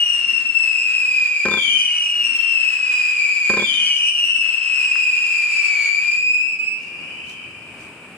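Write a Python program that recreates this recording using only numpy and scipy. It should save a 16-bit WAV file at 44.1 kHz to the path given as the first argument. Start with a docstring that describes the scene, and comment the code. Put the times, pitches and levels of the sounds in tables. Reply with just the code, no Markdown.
"""Whistling rockets, sixteen in three volleys: each is a harmonic tone whose pitch mostly slides down
and then lifts, so that neighbours beat. Six are alight at the start, and two volleys of five follow.
Rows of pops, five impulses each, launch the later two volleys by way of filtered pulses and tube modes.
Sharp cracks and noisy star sputter join in; garden, house and trees answer with echoes and a wash. Rolls,
rumble, a far whistle and night hush lie behind, and automatic gain recovers as the sound fades."""
import sys
import numpy as np
from scipy import signal
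from scipy.fft import rfft, irfft, next_fast_len
from scipy.io import wavfile
from scipy.ndimage import uniform_filter1d

SR = 44100
rng = np.random.default_rng(int(sys.argv[2]) if len(sys.argv) > 2 else 0)


def transcribe(u):
    """Save the signal u as a 16-bit wav file named by the first command-line argument.

    u: samples, shape (n,) or (channels, n), limited to [-1, 1]; the rate is SR.
    q: integer samples, one column per channel.
    """
    v = np.clip(np.atleast_2d(u).T, -1, 1)
    q = np.round(v * 32767).astype(np.int16)
    wavfile.write(sys.argv[1], SR, q)


N = 360277
TIME = np.arange(N) / SR


def from_db(db):
    """Level definition: 20 dB is a tenfold amplitude."""
    return 10 ** (np.asarray(db) / 20)


def rms_one(x):
    """Power normalisation: scale to unit mean square."""
    return x / np.sqrt(np.mean(x ** 2) + 1e-20)


def at_hz(points, hz):
    """Logarithmic frequency scale: interpolate a spectrum along it."""
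    f, value = np.transpose(points)
    return np.interp(np.log(hz + 1e-9), np.log(f), value)


def band(x, low_hz, high_hz, order=2):
    """Band limitation: causal Butterworth band-pass."""
    edges = [low_hz, min(high_hz, SR / 2 - 100)]
    return signal.sosfilt(signal.butter(order, edges, "band", fs=SR, output="sos"), x + 1e-18)


def panned(db):
    """Interaural level difference: gains for left and right."""
    return from_db(np.array([[db], [-db]]) / 2)


def lagged(x, lag_s):
    """Interaural time difference: delay the right channel."""
    return np.array([x[0], np.interp(TIME - lag_s, TIME, x[1])])


def drift(rate, t=TIME):
    """Random modulation: join Gaussian knots, `rate` of them a second, by straight lines."""
    knots = rng.standard_normal(N // 16)
    return np.interp(t * rate, np.arange(len(knots)), knots)


def swells(rows):
    """Gaussian envelopes: a bell-shaped rise for each (t/s, half length/s, level/dB)."""
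    return sum(from_db(db) * np.exp(-.5 * ((TIME - s) / half) ** 2) for s, half, db in rows)


def clicks(rows):
    """Impulse excitation: one sample for each (t/s, level/dB)."""
    out = np.zeros(N)
    for s, db in rows:
        out[round(s * SR)] += from_db(db)
    return out


# coherence of left and right: (f/Hz, coherence/0-1)
COHERENCE = [(100, 0.99), (500, 0.99), (1000, 0.95), (2500, 0.44), (5000, 0)]


def noise(spectrum):
    """Spatial coherence: coloured stereo noise, alike in the bass and unrelated in the treble."""
    size = next_fast_len(N)
    hz = np.arange(size // 2 + 1) * SR / size
    mid, side = rfft(rng.standard_normal((2, size)))
    alike = np.clip(at_hz(COHERENCE, hz), -1, 1)
    pair = np.sqrt(1 + alike) * mid + np.sqrt(1 - alike) * side * [[1], [-1]]
    coloured = irfft(pair * from_db(at_hz(spectrum, hz)), size)
    return rms_one(coloured[:, :N])


def garden(x, scatter_db, t60, count=40):
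    """Early reflections: ground, fences and walls add an echo cloud that differs at each ear."""
    out = []
    for ear in x:
        delay = rng.uniform(.002, .16, count)
        echoes = np.zeros(SR)
        echoes[(delay * SR).astype(int)] = rng.standard_normal(count) * from_db(-60 * delay / t60)
        echoes /= np.linalg.norm(echoes)
        out.append(ear + from_db(scatter_db) * signal.fftconvolve(ear, echoes)[:N])
    return np.array(out)


# decay of the surroundings: (f/Hz, t60/s)
FAR_T60 = [(200, 2.6), (2500, 6.2), (5000, 5.2), (8000, 2.4), (15000, .5)]


def surroundings(x, build_s):
    """Late reverberation: far houses and trees return a wash; air absorption shortens its treble."""
    t = np.arange(4 * SR) / SR
    edges_hz = [100, 1800, 4000, 6300, 9500, 15000]
    white = rng.standard_normal((2, len(t))) / np.sqrt(SR)
    tail = 0
    for low, high in zip(edges_hz, edges_hz[1:]):
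        t60 = at_hz(FAR_T60, np.sqrt(low * high))
        tail = tail + band(white, low, high) * from_db(-60 * t / t60)
    build_up = 1 - np.exp(-t / build_s)
    return signal.fftconvolve(x.mean(axis=0)[None], tail * build_up, axes=1)[:, :N]


# harmonics of a whistle tube from the second up, before the flame alters them: level/dB
OVERTONES = [-20, -22.5, -37, -49, -62.5]


def whistle(t, hz, fierceness, lag_s, wander, tumble, rasp):
    """Air-column oscillation: harmonics of one unsteady pitch, brighter in a fiercer flame."""
    hz = hz * (1 + wander * drift(9, t) + tumble * drift(45, t) + rasp * drift(700, t))
    cycles = np.cumsum(hz) / SR
    phase = 2 * np.pi * np.array([cycles, cycles - hz * lag_s])  # left, right
    tone = np.sin(phase)
    for k, db in enumerate(OVERTONES, 2):
        audible = k * hz < SR / 2
        tone = tone + from_db(db) * fierceness ** ((k - 1) / 2) * np.sin(k * phase) * audible
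    return tone


# colour of the night: (f/Hz, relative level per Hz/dB)
NIGHT = [(25, -30), (90, -7.5), (220, -2), (370, -4), (600, -9.5), (1200, -10), (2000, -12), (3600, -23),
         (6300, -32.5), (8500, -18.5), (10500, -32), (15000, -42)]


def night_hush():
    """Stationary ambient noise: a fixed colour whose level wavers slightly."""
    return from_db(-44.5) * noise(NIGHT) * from_db(1.0 * drift(8))


# low rumble far away: (t/s, half length/s, level/dB)
RUMBLE = [(.1, .15, -49), (1.8, 0.083, -41), (3.85, 0.11, -42), (7.4, 0.25, -54)]


def far_rumble():
    """Low-frequency narrow-band noise under Gaussian envelopes."""
    return swells(RUMBLE) * rms_one(band(rng.standard_normal(N), 70, 140))


# time just before each row of pops, from which its rolls are delayed
# (the first lies before the start, where no pops sound): t/s
ROLL_ORIGINS = [-0.47, 1.444, 3.474]
# far returns after each origin: (delay/s, half length/s, level/dB)
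ROLLS = [(0.23, 0.12, -31.5), (0.816, 0.15, -40.5)]


def distant_rolls():
    """Delayed diffuse reflection: two swells of low noise follow each origin."""
    rows = [(s + delay, half, db) for s in ROLL_ORIGINS for delay, half, db in ROLLS]
    return swells(rows) * rms_one(band(rng.standard_normal(N), 195, 333))


# faint whistle rising far off: (t/s, f/Hz, relative level/dB)
FAR_WHISTLE = [(6.6, 2640, -37), (7.0, 2880, -42.5), (7.3, 3030, -44.5), (7.65, 3080, -59)]


def far_whistle():
    """Predominance of reflected sound: strong echoes blur the whistle and make it linger."""
    s, hz, db = np.transpose(FAR_WHISTLE)
    burning, out = (TIME > s[0]) & (TIME < s[-1]), np.zeros((2, N))
    t = TIME[burning]
    pitch = np.interp(t, s, hz)
    tone = whistle(t, pitch, fierceness=.1, lag_s=0, wander=.006, tumble=.016, rasp=.018)
    out[:, burning] = tone * from_db(np.interp(t, s, db))
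    return garden(out, scatter_db=6.5, t60=0.98) + from_db(6) * surroundings(out, build_s=0.049)


def whistle_wash(whistles):
    """Spectrally selective reverberation: the lowest notes and those near 3300 Hz return weakest."""
    wash = from_db(-10.0) * surroundings(whistles, build_s=0.22)
    return signal.lfilter(*signal.iirnotch(3300, 5, fs=SR), band(wash, 2400, 12000, order=3))


def house_echo(whistles):
    """Discrete reflection: one far house returns a late, band-limited copy with its slide still clear."""
    late = np.interp(TIME - .76, TIME, whistles.mean(axis=0), left=0)  # delay in s
    dull = from_db(-21.5) * band(late, 2560, 3200)
    return garden([dull, dull], scatter_db=-2.5, t60=.3)


# sharp cracks, the first among the pops, the others from burning stars: (t/s, relative impulse level/dB)
CRACKS = [(1.516, -12), (4.462, -15), (4.957, -4), (7.685, -53)]
# sputter of dying stars: (t/s, half length/s, level/dB)
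SPUTTER = [(6.84, 0.04, -49.5), (7.31, 0.033, -47.5), (7.83, 0.04, -53)]


def cracks_and_sputter():
    """Impulsive and random radiation: short band-passed cracks, and noise that flutters in level."""
    cracks = band(clicks(CRACKS), 1080, 2400, order=4) * from_db(25.0)
    sputter = band(rng.standard_normal((2, N)), 2480, 8200, order=2) * from_db(4.5 * drift(350))
    return garden([cracks], scatter_db=-14, t60=0.1) + rms_one(sputter) * swells(SPUTTER)


def ring(x, hz, t60):
    """Damped resonance: a unit click sets a decaying sine of height 1 ringing."""
    r, w = from_db(-60 / (t60 * SR)), 2 * np.pi * hz / SR
    return signal.lfilter([0, np.sin(w)], [1, -2 * r * np.cos(w), r * r], x + 1e-18)


# lift charges: (t/s, relative level/dB)
POPS = [(1.453, 1.5), (1.482, -1.5), (1.5116, -2), (1.5366, -0.5), (1.5701, -4), (3.497, -0.5),
        (3.535, -3.5), (3.5695, -0.5), (3.594, -6), (3.6193, -2)]
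# ring of the tubes and their box: (f/Hz, relative level/dB, t60/s)
TUBE_MODES = [(173, -26.5, 0.047), (213, -16, 0.097), (238, -23, 0.042), (370, -12.5, 0.066),
              (413.5, -17.5, 0.11), (527.6, -17, 0.13), (825, -20.5, 0.06), (1045, -15, 0.1),
              (1291, -14, 0.047), (1561, -11.5, 0.049)]
# near reflections of a pop: (delay/s, gain)
POP_ECHOES = [(.0034, -0.53), (.0056, -0.3), (0.0092, -.25)]
# bands that the bounces off ground and fence cancel: (f/Hz, Q)
CANCELLED = [(120, 1.6), (690, 5.8)]
# puff of gas behind each charge: duration/s, level/dB
PUFF_S, PUFF_DB = .01, -1
# the sharp edge arrives off a nearby wall, just after the thump
CRACK_DELAY_S = 0.0035


def pops(blast_s, blast_db, ring_db, crack_db, thump_db):
    """Blast wave and modal response: a spike with a rebound rings the tubes, each time in a new mix."""
    fired = clicks(POPS)
    age = np.arange(SR // 50) / SR / blast_s
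    direct = signal.fftconvolve(fired, (age - 1) * np.exp(-age))[:N]
    blast = direct + sum(gain * np.interp(TIME - delay, TIME, direct) for delay, gain in POP_ECHOES)
    tubes = 0
    for hz, db, t60 in TUBE_MODES:
        tubes = tubes + from_db(db) * ring(fired * from_db(1.83 * drift(40)), hz, t60)
    crack = band(clicks([(s + CRACK_DELAY_S, db) for s, db in POPS]), 1800, 6600, order=4)
    puff_shape = np.exp(-(np.arange(SR // 20) / SR / PUFF_S) ** 4)
    gas = signal.fftconvolve(fired, puff_shape)[:N] * rng.standard_normal(N)
    sound = from_db(blast_db) * band(blast, 320, 1900)
    sound = sound + from_db(ring_db) * band(tubes, 127, 3400)
    sound = sound + from_db(thump_db) * band(blast, 45, 230)
    sound = sound + from_db(crack_db) * crack
    sound = sound + from_db(PUFF_DB) * band(gas, 230, 1960, order=4)
    for hz, q in CANCELLED:
        sound = signal.lfilter(*signal.iirnotch(hz, q, fs=SR), sound)
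    return lagged(garden([sound], scatter_db=-10, t60=0.22, count=120) * panned(2.6), lag_s=.00007)


# a rocket further left is both louder and earlier on the left
LAG_S_PER_DB = .00002
# the rockets leave from one spot and fan out late in their flight
LAUNCH_PAN_DB, FAN_POWER = 5, 1.56
# a whistle swells as it catches and stops short at burn-out
CATCH_S, SNUFF_S = 0.0073, 0.0024
# corkscrew flight swings the pitch: mean turns per s, share of the pitch
SPIN_PER_S, SPIN_SWING = 11, .005
# hard tumbling at launch dies away: extra share of the tumble, time constant/s
LAUNCH_TUMBLE, STEADY_S = 1.3, 0.201
# the fuel burns ever more fiercely up to the turn: overtones and hiss grow, then fall away
OVERTONES_AT_TURN_DB, OVERTONES_GROW_DB_PER_S, OVERTONES_FALL_DB_PER_S = 2.5, 3.5, 6
HISS_AT_TURN_DB, HISS_GROW_DB_PER_S, HISS_FALL_DB_PER_S = -29, 2.5, 29
# colour of the jets: (f/Hz, relative level per Hz/dB)
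JET = [(300, -21.5), (700, -12.5), (1100, -6.5), (2000, -1), (2800, 5), (3500, -8.5), (4300, -7),
       (6300, -11.5), (8500, -12.5), (11000, -24.5), (15000, -60)]
# flights; pitch falls with gathering speed and a longer air column, and rises after tipping over:
# (left-right difference at burn-out/dB, [(t/s, f/Hz, relative level/dB), ..] from catching to burn-out)
ROCKETS = [ (5, [(-.2, 2450, -10), (.1, 2506, -10.5), (.5, 2560, -18)]), (1, [(-.2, 3060, 6),
           (.3, 2826, -26), (.52, 2700, -10.5), (.72, 2762, -4), (.97, 2684, -2.5), (1.14, 2556, -9.5),
           (1.35, 2473, -9.5), (1.65, 2384, -6), (2.25, 2730, -8.5)]), (0.5, [(-.2, 2992, 4),
           (.4, 2702, 1.5), (.8, 2645, -2), (1.2, 2506, 1), (1.5, 2418, -3), (1.68, 2352, -3.5),
           (1.9, 2497, -8), (2.3, 2626, -9)]), (-1, [(-.2, 2960, 15), (.2, 2772, 7.5), (.6, 2665, 4),
           (1, 2529, -2.5), (1.3, 2424, -10), (1.65, 2325, -2), (1.9, 2443, -9.5), (2.25, 2590, -12)]),
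           (3.5, [(-.2, 2920, -5.5), (.3, 2760, -15), (.72, 2539, 3.5), (1, 2463, -3.5), (1.3, 2337, -4),
           (1.6, 2290, -4.5), (1.92, 2195, -12), (2.22, 2372, -15), (2.5, 2445, -20)]),
           (4.5, [(-.2, 3078, 0.5), (.35, 2790, -0.5), (.7, 2639, -1), (1.1, 2478, -6), (1.45, 2377, -9),
           (1.75, 2300, -13), (2.12, 2445, -15)]), (4.5, [(1.505, 3676, -1.5), (1.55, 3470, -4.5),
           (1.66, 3230, -10), (1.8, 3153, -1), (2, 2976, -15), (2.3, 2787, -2.5), (2.9, 2596, -1),
           (3.7, 2393, 0), (4.3, 2660, -10)]), (2, [(1.55, 3540, -13), (1.59, 3260, -4), (1.72, 2960, 3),
           (1.87, 2900, 1.5), (2.35, 2695, 0), (3.13, 2347, 0.5), (3.52, 2289, 4.5), (3.86, 2205, -8.5),
           (4.25, 2480, -9.5)]), (3.5, [(1.59, 3510, -3), (1.66, 3470, -14.5), (1.74, 3190, -4),
           (1.95, 2973, -1.5), (2.5, 2709, -8), (2.95, 2521, 1), (3.35, 2513, -1), (3.72, 2409, 3.5),
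           (4.12, 2615, -9)]), (-1.5, [(1.6, 3330, -11), (1.72, 3114, 6.5), (1.9, 3020, -4),
           (2.05, 2852, -8), (2.6, 2611, -7.5), (3.1, 2436, -9), (3.6, 2401, 5), (3.85, 2305, -9.5),
           (4.2, 2520, -14)]), (-0.5, [(1.62, 3373, -6.5), (1.78, 3004, -5), (2.1, 2881, 3.5),
           (2.55, 2671, -7), (2.85, 2526, 7.5), (3.3, 2378, -1), (3.62, 2252, -5), (3.74, 2254, -20)]),
           (-7, [(3.565, 3700, -1), (3.6, 3408, 1.5), (3.64, 3440, -7.5), (3.68, 3123, 8), (3.9, 2882, 0),
           (4.08, 2827, 1.5), (4.4, 2630, 5.5), (5.1, 2423, -5), (5.55, 2335, -6), (5.86, 2250, -1),
           (6.12, 2335, -6), (6.35, 2483, -6.5), (6.79, 2597, -3)]), (7, [(3.625, 3620, -8),
           (3.68, 3400, 1), (3.75, 3140, 0), (3.82, 3064, -0.5), (4.2, 2850, 5), (4.6, 2626, 1.5),
           (5.05, 2513, -2.5), (5.65, 2308, -5), (5.98, 2342, 0), (6.25, 2480, -1), (6.55, 2600, -4.5)]),
           (3.5, [(3.73, 3590, 0), (3.78, 3460, -8), (3.82, 3200, -6), (4, 3029, -0.5), (4.33, 2980, -4),
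           (4.6, 2761, -1.5), (4.87, 2780, -2.5), (5.08, 2683, -4), (5.28, 2714, -3.5), (5.45, 2595, -4),
           (5.64, 2615, -0.5), (5.88, 2400, -2), (6.16, 2600, -9), (6.53, 2675, -8.5)]),
           (2, [(3.635, 3350, -17), (3.67, 2990, -12), (3.72, 2950, 1.5), (3.76, 3047, 3),
           (4.1, 2880, -15.5), (4.7, 2638, -4.5), (5.25, 2508, 4), (5.6, 2387, -6), (5.93, 2369, -6),
           (6.17, 2384, -1)]), (-3.5, [(3.76, 3218, -2), (3.92, 3194, -6.5), (4.15, 2903, -5.5),
           (4.42, 2845, -8), (4.8, 2620, 0), (5.2, 2424, -7), (5.5, 2425, -3), (5.9, 2275, -3)])]
# loudness curve for the evened chorus: (t/s, level/dB)
LOUDNESS = [(0.01, -2), (0.14, -4), (0.22, -7), (0.28, -5.5), (0.39, -5), (0.44, -11), (0.49, -4.5),
            (0.535, -9), (0.565, -1), (0.66, -3.5), (0.84, -4), (0.97, -3), (1.09, -3), (1.23, -1),
            (1.3, -4.5), (1.49, -3), (1.76, 3), (1.87, -0.5), (2.18, -5), (2.24, -1.5), (2.28, -5.5),
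            (2.39, -5), (2.49, -3.5), (2.68, -4), (2.77, -8), (2.94, -5.5), (3.11, -4.5), (3.16, -7.5),
            (3.21, -2.5), (3.43, -4), (3.51, 0), (3.56, -3.5), (3.88, 1), (4.0, -1.5), (4.08, 1.5),
            (4.13, -4), (4.2, -1), (4.42, -3), (4.62, -8), (4.76, -4), (5.07, -2), (5.31, -5), (5.42, -3.5),
            (5.5, -7), (5.58, -3.5), (5.99, -6.5), (6.05, -10), (6.09, -6), (6.2, -10), (6.32, -7),
            (6.51, -14.5), (6.57, -19.5), (6.66, -15), (6.74, -19.5), (6.8, -31)]


def rockets():
    """Beating and jet noise: neighbouring pitch slides interfere, and every jet adds its hiss."""
    chorus, jet_power = np.zeros((2, N)), np.zeros(N)
    for pan_db, flight in ROCKETS:
        s, hz, db = np.transpose(flight)
        lit, turn, out = s[0], s[np.argmin(hz)], s[-1]  # the turn is the lowest pitch
        burning = (TIME > lit) & (TIME < out)
        t = TIME[burning]
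        before_turn, after_turn = np.maximum(turn - t, 0), np.maximum(t - turn, 0)
        catching = (1 - np.exp((lit - t) / CATCH_S)) * np.clip((t - t[0]) / SNUFF_S, 0, 1)
        alight = catching * np.clip((out - t) / SNUFF_S, 0, 1)
        flown = (t - lit) / (out - lit)
        side_db = LAUNCH_PAN_DB + (pan_db - LAUNCH_PAN_DB) * flown ** FAN_POWER
        fierceness = from_db(OVERTONES_AT_TURN_DB - OVERTONES_GROW_DB_PER_S * before_turn
                             - OVERTONES_FALL_DB_PER_S * after_turn)
        hiss_gain = from_db(HISS_AT_TURN_DB - HISS_GROW_DB_PER_S * before_turn
                            - HISS_FALL_DB_PER_S * after_turn)
        unsteady = 1 + LAUNCH_TUMBLE * np.exp((lit - t) / STEADY_S)
        spin = 1 + SPIN_SWING * np.sin(2 * np.pi * (SPIN_PER_S * t + drift(2, t)))
        tone = whistle(t, np.interp(t, s, hz) * spin, fierceness, LAG_S_PER_DB * side_db,
                       wander=.003, tumble=.005 * unsteady, rasp=.006 * unsteady)
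        # the nozzle swings towards and away from the listener, and the flame sputters
        gain = alight * from_db(np.interp(t, s, db) + drift(9, t) + 2.7 * drift(60, t))
        chorus[:, burning] += tone * gain * from_db(np.array([side_db, -side_db]) / 2)
        jet_power[burning] += (alight * hiss_gain) ** 2
    chorus = garden(chorus, scatter_db=-1.0, t60=0.18)
    # the chorus is evened out and then follows its loudness curve
    power = uniform_filter1d(np.mean(chorus ** 2, axis=0), int(0.058 * SR))
    level = from_db(np.interp(TIME, *np.transpose(LOUDNESS)))
    hiss = np.sqrt(jet_power) * noise(JET) * from_db(1.43 * drift(30)) * panned(1.7)
    return level * chorus / np.sqrt(np.abs(power) + 0.026) + hiss


def scene():
    """Superposition: whistles, pops, cracks and sputter add to the echoes and the night."""
    whistles = rockets()
    launch = pops(blast_s=0.0014, blast_db=6.5, ring_db=6.0, crack_db=15, thump_db=-1)
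    returned = whistle_wash(whistles) + house_echo(whistles) + distant_rolls()
    background = returned + far_rumble() + night_hush() + far_whistle()
    return whistles + launch + cracks_and_sputter() + background * panned(2.0)


def gain_control(x, threshold_db, release_db_per_s, window_s):
    """Dynamic compression: loud sound turns the gain down; it creeps back as the level falls."""
    power = uniform_filter1d(np.mean(x ** 2, axis=0), int(window_s * SR))
    level_db = 10 * np.log10(np.abs(power) + 1e-12)
    release_db = release_db_per_s * TIME
    held_db = np.maximum.accumulate(level_db + release_db) - release_db
    return x * from_db(-np.maximum(held_db - threshold_db, 0))


def record(dry):
    """Limited dynamics and bandwidth: automatic gain, then a steep low-pass at 15.6 kHz."""
    levelled = gain_control(dry, threshold_db=-17.0, release_db_per_s=10.5, window_s=0.5)
    return signal.sosfilt(signal.ellip(10, .3, 70, 15600, fs=SR, output="sos"), levelled)


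dry = scene()
out = record(dry)
transcribe(out)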